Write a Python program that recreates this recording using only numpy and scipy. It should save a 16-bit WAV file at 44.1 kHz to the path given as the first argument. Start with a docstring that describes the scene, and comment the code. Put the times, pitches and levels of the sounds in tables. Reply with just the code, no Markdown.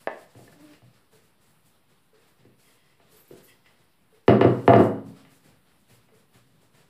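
"""A knuckle raps a bowl, the bowl shifts with small clinks and hums as it is dragged. Hands turn dough out of it
onto a floured wooden table, fingers slide on its wall and a bracelet tinkles; then the bowl is set down hard
and rocks. Throughout, hands and flour rustle, a wall clock ticks and the microphone hisses. Struck things are
clicks that set off dying sines, rubbed things are coloured noise, and the room is noise that dies away."""
import sys
import numpy as np
from scipy import signal
from scipy.io import wavfile

SR = 44100
rng = np.random.default_rng(int(sys.argv[2]) if len(sys.argv) > 2 else 0)


def generate_wav(signal):
    """Clip the signal to [-1, 1] and save it as 16-bit WAV at the path in sys.argv[1]."""
    frames = np.transpose(np.atleast_2d(signal))
    scaled = np.clip(frames, -1, 1) * 32767
    pcm = np.round(scaled).astype(np.int16)
    wavfile.write(sys.argv[1], SR, pcm)


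N = 303849  # length of the sound in samples


def amp(db):
    """Turn decibels into a plain multiplying factor."""
    return 10 ** (np.asarray(db) / 20)


def rms_one(x):
    """Scale a sound so that its average strength (rms) is 1."""
    return x / np.sqrt(np.mean(x ** 2) + 1e-20)


def at_hz(points, hz, column=1):
    """Read a table column between its points, along a log-frequency axis."""
    points = np.array(points)
    return np.interp(np.log(hz), np.log(points[:, 0]), points[:, column])


def band(x, low, high):
    """Keep only the part of a sound between two frequencies in Hz."""
    return signal.sosfilt(signal.butter(2, [low, high], "band", fs=SR, output="sos"), x)


def drift(rate):
    """Slow random wandering of spread 1: noise smoothed twice, with a corner at rate in Hz."""
    step = 40  # samples between two computed points
    r = np.exp(-2 * np.pi * rate * step / SR)
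    noise = rng.standard_normal(N // step + 2002)
    slow = signal.lfilter([1], [1, -2 * r, r * r], noise)[2000:]  # skip the filter's start-up
    return np.interp(np.arange(N) / step, np.arange(len(slow)), rms_one(slow))


def ringing(modes, size=SR):
    """A struck body answers with sines that each lose 60 dB in their own time t60."""
    t = np.arange(size) / SR
    return sum(amp(db - 60 * t / t60) * np.sin(2 * np.pi * hz * t) for hz, db, t60 in modes)


def strike(times, levels_db, response):
    """Clicks at the given times each set off the response."""
    clicks = np.zeros(N)
    clicks[(np.asarray(times) * SR).astype(int)] = amp(levels_db)
    return signal.fftconvolve(clicks, response)[:N]


def strokes(start, held, levels_db, fall_db_s):
    """Loudness of rubbing strokes: each rises fast, holds and falls away; their powers add."""
    rise_db_s = 594.5
    t = np.arange(0, N + 32, 32) / SR
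    start, held, levels_db = (np.reshape(c, (-1, 1)) for c in (start, held, levels_db))
    before = np.maximum(start - t, 0)
    after = np.maximum(t - start - np.abs(held), 0)
    lost_db = rise_db_s * before + fall_db_s * after
    loudness = np.sqrt(np.sum(amp(levels_db - lost_db) ** 2, axis=0))
    return np.interp(np.arange(N) / SR, t, loudness)


def coloured(spectrum, patchy_db, rate):
    """Noise in half-octave bands that flicker partly together and partly alone; rms 1."""
    out, together, white = 0, drift(rate), rng.standard_normal((2, N))
    lowest, highest = spectrum[0][0], spectrum[-1][0]
    edges = lowest * 2 ** np.arange(0, np.log2(highest / lowest) + .4, .5)
    for k, (low, high) in enumerate(zip(edges, edges[1:])):
        flicker_db = patchy_db * (.7 * together + drift(rate))
        gain = amp(at_hz(spectrum, np.sqrt(low * high)) + flicker_db)
        out = out + gain * band(white[k % 2], low, min(high, .45 * SR))
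    return rms_one(out)


def puff(t60):
    """Room reflections as a half-second burst of dying noise with a total energy of 1."""
    t = np.arange(SR // 2) / SR
    noise = rng.standard_normal(len(t)) * amp(-60 * t / t60)
    return noise / np.sqrt(np.sum(noise ** 2))


def room_tail():
    """Dense reflections: noise that builds up within about 2 ms and dies band by band."""
    # How the room dies away. Each row: frequency in Hz, level in dB, time to fall 60 dB in seconds.
    echo_bands = [(140, -27, 0.89), (302, -11, 0.4), (655, -17.5, 0.49), (1553, -24, 0.45),
                  (2900, -28, 0.29), (6040, -49, 0.4), (12000, -64.5, .1)]
    # The wood's resonances, carried by the room. Each row: frequency in Hz, width in Hz, added level in dB.
    echo_peaks = [(653, 30, -4.0), (1200, 110, -6.0), (1800, 220, -5.5), (2900, 50, 5.5), (4950, 400, 3)]
    t, white = np.arange(SR) / SR, rng.standard_normal((2, SR))
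    edges = 130 * 2 ** np.arange(0, 7, .5)  # half octaves
    tail = 0
    for k, (low, high) in enumerate(zip(edges, edges[1:])):
        hz = np.sqrt(low * high)
        fall_db = 60 * t / at_hz(echo_bands, hz, column=2)
        tail = tail + amp(at_hz(echo_bands, hz) - fall_db) * rms_one(band(white[k % 2], low, high))
    peaks = 0
    for hz, width, db in echo_peaks:
        peaks = peaks + amp(db) * signal.lfilter(*signal.iirpeak(hz, hz / width, fs=SR), tail)
    return (tail + peaks) * (1 - np.exp(-t / 0.00043))


def knocks():
    """A knock dents the wood, then the tabletop rings and the room answers; harder knocks have more treble."""
    # Knocks on the table. Each row: start in seconds, level in dB, weight (extra thud in dB),
    # clack (extra upper ring in dB), hardness (dB per step into the treble).
    knock_list = [(0.35, -45, 14.5, -2, 6.5), (0.389, -43, -3, 1, -11), (0.478, -48, -8, -2.5, 9.5),
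                  (0.528, -53, -18, 4, 8), (0.735, -56, -15, -14.5, 23.5), (0.819, -58, 22.5, 8, 4),
                  (2.405, -59.5, 14, -3, 10), (2.45, -47, 9, -8.5, 10.5), (2.999, -54.5, 1, 4.5, 6),
                  (3.308, -35, -18, -15.5, 7), (3.333, -42.5, -6, -5, -4), (3.66, -69.5, 7, 9.5, 17.5),
                  (4.28, 0, 4, -6, 6.5), (4.293, -6, 3.5, -2, -1), (4.411, -6, -4, -2.5, 6),
                  (4.446, -5, 5, -6, 2.5), (4.678, 3, 2, 1.5, 1), (4.7, -17.5, -2, 16.5, -9.5),
                  (4.735, -2, -4, 2, 3), (4.762, -2, 0, -20.5, 6.5), (4.789, -15, 11.5, 1.5, -18),
                  (5.25, -64, -6, 14.5, 12.5), (5.908, -69, 29.5, -8.5, 24.5), (6.087, -61, 8, 5.5, 10),
                  (6.349, -58.5, 20, -9, 11)]
    # Pitch ranges (registers) of a knock. Each row: low edge in Hz, high edge in Hz.
    registers = [(92, 170), (170, 330), (330, 580), (580, 1000), (1000, 2200), (2200, 4500), (4500, 12000)]
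    # One value per register: the usual level in dB, before a knock's own settings are added.
    register_db = [-12, -9, 0.0, -1.5, -10.5, -21.5, -33.5]
    # One value per register: how many times weight, clack and hardness count there.
    weight_share = [1, .5, 0, 0, 0, 0, 0]
    clack_share = [0, 0, 0, 1, 1, 1, 0]
    hard_steps = [0, 0, 0, 0, 1, 2, 2]
    # Ringing of the tabletop. Each row: frequency in Hz, level in dB, time to fall 60 dB in seconds.
    tabletop = [(108.6, -16, 0.56), (123.45, -3, 0.44), (181, -16, .5), (213.4, -13, 0.66),
                (270.6, -12, 0.78), (282, -14.5, .36), (366.2, -14, 0.42), (391.6, -20.5, 0.5),
                (471.2, -20.5, 0.53), (490.3, -17, 0.43), (523, -23, 0.27), (539, -22.5, 0.43),
                (613, -22, 0.38), (684, -8, 0.2), (818, -16.5, .35), (877, -20, 0.25), (946, -28.5, 0.4),
                (1092, -26, 0.28), (1188, -24, .35), (1289, -26, .3), (1735, -15, 0.081),
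                (1998, -25.5, 0.15), (1990, -29, 0.11), (2340, -31.5, .2), (2710, -33, 0.083),
                (2893, -36, 0.44), (2920, -39, 0.6), (2850, -37.5, 0.34), (3250, -42, 0.21),
                (3636, -43, 0.22), (4190, -36, 0.16), (4650, -45, .15)]
    # The dented wood answers first, and briefly. Each row: the same columns as the tabletop.
    contact = [(422, 6.5, 0.018), (761, 0, 0.0087), (1120, -12, 0.011), (1940, -11.5, .012),
               (2950, -25.5, 0.02), (3595, -30.5, 0.012), (4800, -19.5, 0.0083)]
    room_db = 1.7
    body = ringing(tabletop) + ringing(contact)
    body[1] += amp(-17.0)  # the sharp edge of the contact
    out = 0
    for turn in range(2):  # two noise tails, used in turn, vary the echo from knock to knock
        echo = room_tail()
        s, knock_db, weight_db, clack_db, hard_db = np.transpose(knock_list[turn::2])
        for k, (low, high) in enumerate(registers):
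            narrowed = band(np.array([body, echo]), low / 1.74, high * 0.88)
            near, far = band(narrowed, low, high)
            level_db = knock_db + register_db[k] + weight_share[k] * weight_db
            level_db = level_db + clack_share[k] * clack_db + hard_steps[k] * hard_db
            response = (near + amp(room_db) * far) / np.abs(near).max()
            out = out + strike(s, level_db, response)
    return out


def rap():
    """A knuckle raps the bowl: a dry snap, a short ring, and both again from the walls."""
    # Ring of the rapped bowl. Each row: frequency in Hz, level in dB, time to fall 60 dB in seconds.
    rap_ring = [(410, -14, 0.21), (500, -8, 0.19), (630, -4.5, 0.13), (777, 8, 0.1), (898, 5, 0.11),
                (1033, 4, .12), (1130, 2, 0.13), (1250, 3.5, 0.05), (1480, -10, .12), (1754, 3.5, 0.11),
                (1983, -0.5, 0.14), (2570, -6.5, 0.13), (4780, -22, .1)]
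    # Snap of the knuckle. Each row: the same columns as the ring.
    rap_snap = [(650, 7, 0.017), (1670, -1, 0.017), (3340, -46, 0.0056), (4650, -19, 0.0039)]
    rap_s, rap_db, walls_db = .0732, -19.5, -25
    blow = ringing(rap_snap) + amp(-18.0) * ringing(rap_ring)
    blow = band(blow, 280.0, 4860)  # the soft knuckle cuts the top
    walls = signal.fftconvolve(blow, puff(t60=0.46))[:SR]
    return strike([rap_s], rap_db, blow) + strike([rap_s + .006], walls_db, walls)


def handling():
    """Hands move dough, bowl and sleeves: each move rumbles through the table, rubs and rustles; the loud
    rustles at 4.29, 4.68 and 4.79 s are the crack of the hard knocks."""
    # Moves of the hands, and the crack of the hard knocks at 4.29, 4.68 and 4.79 s. Each row: start in seconds,
    # # time held in seconds, rumble level in dB, rubbing level in dB, rustle level in dB.
    moves = [(0.01, 0.011, -59, -60.5, -59), (0.198, 0.032, -59, -61.5, -60.5), (.11, 0.074, -66, -61, -66),
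             (.3, 0.039, -74, -62.5, -66), (0.372, 0.092, -54, -60.5, -60.5), (0.52, 0.012, -53, -61, -60),
             (0.602, 0.14, -61.5, -59, -63.5), (0.85, 0.03, -57.5, -69, -73),
             (0.94, 0.027, -62, -64.5, -73), (1.13, 0.038, -60, -61, -62), (1.23, .03, -63.5, -70, -66),
             (1.418, 0.091, -64.5, -68.5, -65.5), (1.663, 0.007, -64.5, -70, -61.5),
             (1.899, 0.017, -63, -65.5, -71), (2.149, 0.1, -67, -64, -77), (2.28, 0.017, -88, -69, -67),
             (2.39, 0.034, -59, -66, -82), (2.598, 0.14, -68.5, -63, -62.5), (2.84, 0.088, -67, -67, -90),
             (3.02, 0.13, -67.5, -66.5, -90), (3.12, 0.045, -72, -65.5, -59.5),
             (3.17, 0.028, -70, -62.5, -62), (3.25, 0.041, -80, -69, -65), (3.318, 0.01, -49, -58.5, -63),
             (3.375, 0.0072, -72, -58, -57.5), (3.44, 0.058, -73, -69, -58.5), (3.54, .03, -64, -65.5, -76),
             (3.66, 0.061, -70, -64.5, -75), (3.79, 0.026, -65, -68, -72), (4.02, 0.02, -63.5, -73.5, -78),
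             (4.15, 0.016, -83.5, -64.5, -75), (4.29, 0.011, -73.5, -64, -55.5),
             (4.41, 0.28, -77.5, -57.5, -62), (4.68, 0.051, -74, -76, -50.5),
             (4.791, 0.052, -75.5, -62.5, -50), (5.068, 0.036, -44.5, -60.5, -63),
             (5.169, 0.037, -68, -57, -66), (5.31, 0.063, -60, -64.5, -61.5),
             (5.448, 0.051, -53, -60.5, -64), (5.67, 0.049, -67.5, -66, -84), (5.799, 0.018, -64, -83, -69),
             (5.9, 0.053, -58.5, -61, -61), (6.041, .03, -66.5, -84, -73),
             (6.15, 0.053, -60.5, -65.5, -66.5), (6.345, 0.032, -59, -60.5, -63.5),
             (6.47, 0.11, -60.5, -75, -75), (6.62, 0.024, -58.5, -67, -67),
             (6.75, 0.065, -59, -60.5, -65.5)]
    # Colours of the three noises. Each row: frequency in Hz, relative strength in dB per Hz.
    rumble_colour = [(24, -70), (40, 8), (85, -21), (124, 3.5), (325, -12.5), (404, -13), (452, -12),
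                     (501, -36), (600, -12), (780, -59), (1320, -120)]
    rubbing_colour = [(180, -42), (300, -18), (364, -4.5), (403, 3.5), (441, -7), (873, -8), (2070, -8),
                      (2670, -11.5), (5160, -12.5), (6500, -1), (8450, -63), (14300, -120)]
    rustle_colour = [(2940, -18.5), (5000, -2.5), (6450, 5), (7640, -1), (9440, -1), (10700, -3.5),
                     (15400, -9.5)]
    start, held, rumble_db, rubbing_db, rustle_db = np.transpose(moves)
    rumble = strokes(start, held, rumble_db, fall_db_s=114.5)
    rumble = rumble * coloured(rumble_colour, patchy_db=1.5, rate=10.0)
    rubbing = strokes(start, held, rubbing_db, fall_db_s=111.5)
    rubbing = rubbing * coloured(rubbing_colour, patchy_db=1.0, rate=8.0)
    rustle = strokes(start, held, rustle_db, fall_db_s=203)
    rustle = rustle * coloured(rustle_colour, patchy_db=.8, rate=8.0)
    return rumble + rubbing + rustle


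def rubbed_bowl():
    """Fingers slide on the bowl, and the friction noise sings in the resonances of its wall."""
    # Slides of the fingers. Each row: start in seconds, time held in seconds, level in dB.
    slides = [(2.66, 0.06, -66.5), (2.77, .18, -70), (3.49, 0.028, -56.5), (3.66, 0.027, -63),
              (3.75, 0.087, -75)]
    # Resonances of the wall. Each row: frequency in Hz, width in Hz, relative level in dB.
    resonances = [(1090, 100, -10), (2010, 200, 3), (2700, 220, -2), (3240, 160, 0), (5050, 200, -2)]
    white = rng.standard_normal(N)
    wall = 0
    for hz, width, db in resonances:
        wall = wall + amp(db) * rms_one(band(white, hz - width / 2, hz + width / 2))
    return strokes(*np.transpose(slides), fall_db_s=297) * rms_one(wall)


def hum():
    """The dragged bowl's foot sticks and slips, giving a wavering, swelling tone and its octave."""
    start_s, end_s, fade_s = 0.53, .79, 0.083
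    hum_hz, hum_db, swell_db_s, octave_db = 299, -54.5, 6, -11
    t = np.arange(N) / SR
    on = np.clip(np.minimum(t - start_s, end_s - t) / fade_s, 0, 1)
    phase = 2 * np.pi * np.cumsum(hum_hz * (1 + .025 * drift(30.0))) / SR
    level_db = hum_db + swell_db_s * np.clip(t - start_s, 0, 1) + 3.7 * drift(22.0)
    tone = np.sin(phase) + amp(octave_db) * np.sin(2 * phase)
    return np.sqrt(2) * on * amp(level_db) * tone


def clinks():
    """Two small touches on the bowl's rim as it shifts, each a short high ring."""
    # The touches. Each row: start in seconds, level in dB.
    touches = [(0.4781, -50.5), (0.5262, -55)]
    # Ring of the rim. Each row: frequency in Hz, level in dB, time to fall 60 dB in seconds.
    rim = [(1750, 1.5, 0.068)]
    return strike(*np.transpose(touches), ringing(rim))


def tinkle():
    """Tiny metal links of a bracelet touch, each touch with its own mix of tones; the room blurs them."""
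    # Touches of the links. Each row: start in seconds, level in dB before the direct/room mix.
    touches = [(3.1223, -51), (3.1667, -42), (3.1894, -50), (3.2021, -44.5), (3.2194, -54), (3.2779, -47.5),
               (3.2944, -56), (3.3094, -58), (3.433, -48), (3.4401, -43), (3.4514, -60)]
    # Tones of the links. Each row: frequency in Hz, level in dB, time to fall 60 dB in seconds.
    link_modes = [(12090, 3, 0.063), (12200, -6, .04), (12400, -3, .04), (12800, -1, .03),
                  (14000, -3, .025)]
    s, db = np.transpose(touches)
    chance_db = rng.normal(0, 4, (len(s), len(link_modes)))
    direct = 0
    for k, mode in enumerate(link_modes):
        direct = direct + strike(s, db + chance_db[:, k], ringing([mode], size=SR // 4))
    blurred = signal.fftconvolve(direct, puff(t60=0.11))[:N]
    return amp(-14.0) * direct + amp(-6.5) * blurred


def clock():
    """A wall clock gives about one dull tick a second, smeared by the room into a short puff."""
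    # Ring of the clock case. Each row: frequency in Hz, level in dB, time to fall 60 dB in seconds.
    case = [(444, 1, 0.06), (4970, -23, 0.04), (9800, -16.5, .03)]
    first_s, period_s, tick_db = .135, .9975, -49
    times = np.arange(first_s, N / SR, period_s)
    return strike(times, tick_db, signal.fftconvolve(ringing(case), puff(t60=0.6)))


def scene():
    """All sources together, as one channel."""
    struck = knocks() + rap()
    rubbed = handling() + rubbed_bowl() + hum()
    small = clock() + tinkle() + clinks()
    return (struck + rubbed + small)[None]


def record(dry):
    """The microphone drops deep bass and hisses; a limiter holds the bangs down and the top is cut."""
    # Colour of the hiss. Each row: frequency in Hz, relative strength in dB per Hz.
    hiss_colour = [(32, -40), (55, -8), (155, -4), (300, -8.5), (459, -12.5), (932, -13), (2030, -18),
                   (4420, -18.5), (6140, -28), (7960, -19), (15400, -28)]
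    hiss_db, offset = -66.5, -.0005
    dip_hz, dip_width_hz, dip_share = 6450, 4500, 0.69  # the microphone port is partly deaf here
    limit_db, release_db_s = -2.5, 120
    dry = signal.sosfilt(signal.butter(3, 92, "high", fs=SR, output="sos"), dry)
    dry = dry + amp(hiss_db) * coloured(hiss_colour, patchy_db=1.43, rate=6.0)
    dry = dry - dip_share * signal.lfilter(*signal.iirpeak(dip_hz, dip_hz / dip_width_hz, fs=SR), dry)
    over_db = np.maximum(20 * np.log10(np.abs(dry[0]) + 1e-9) - limit_db, 0)
    # the limiter catches each peak, then lets go at a steady rate
    fall = release_db_s * np.arange(N) / SR
    held_db = np.maximum.accumulate(over_db + fall) - fall
    smooth_db = signal.lfilter([.05], [1, -.95], held_db)
    limited = dry * amp(-np.roll(smooth_db, -60))  # it looks 60 samples ahead
    return offset + signal.sosfilt(signal.ellip(12, .5, 70, 15530, fs=SR, output="sos"), limited)


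dry = scene()
out = record(dry)
generate_wav(out)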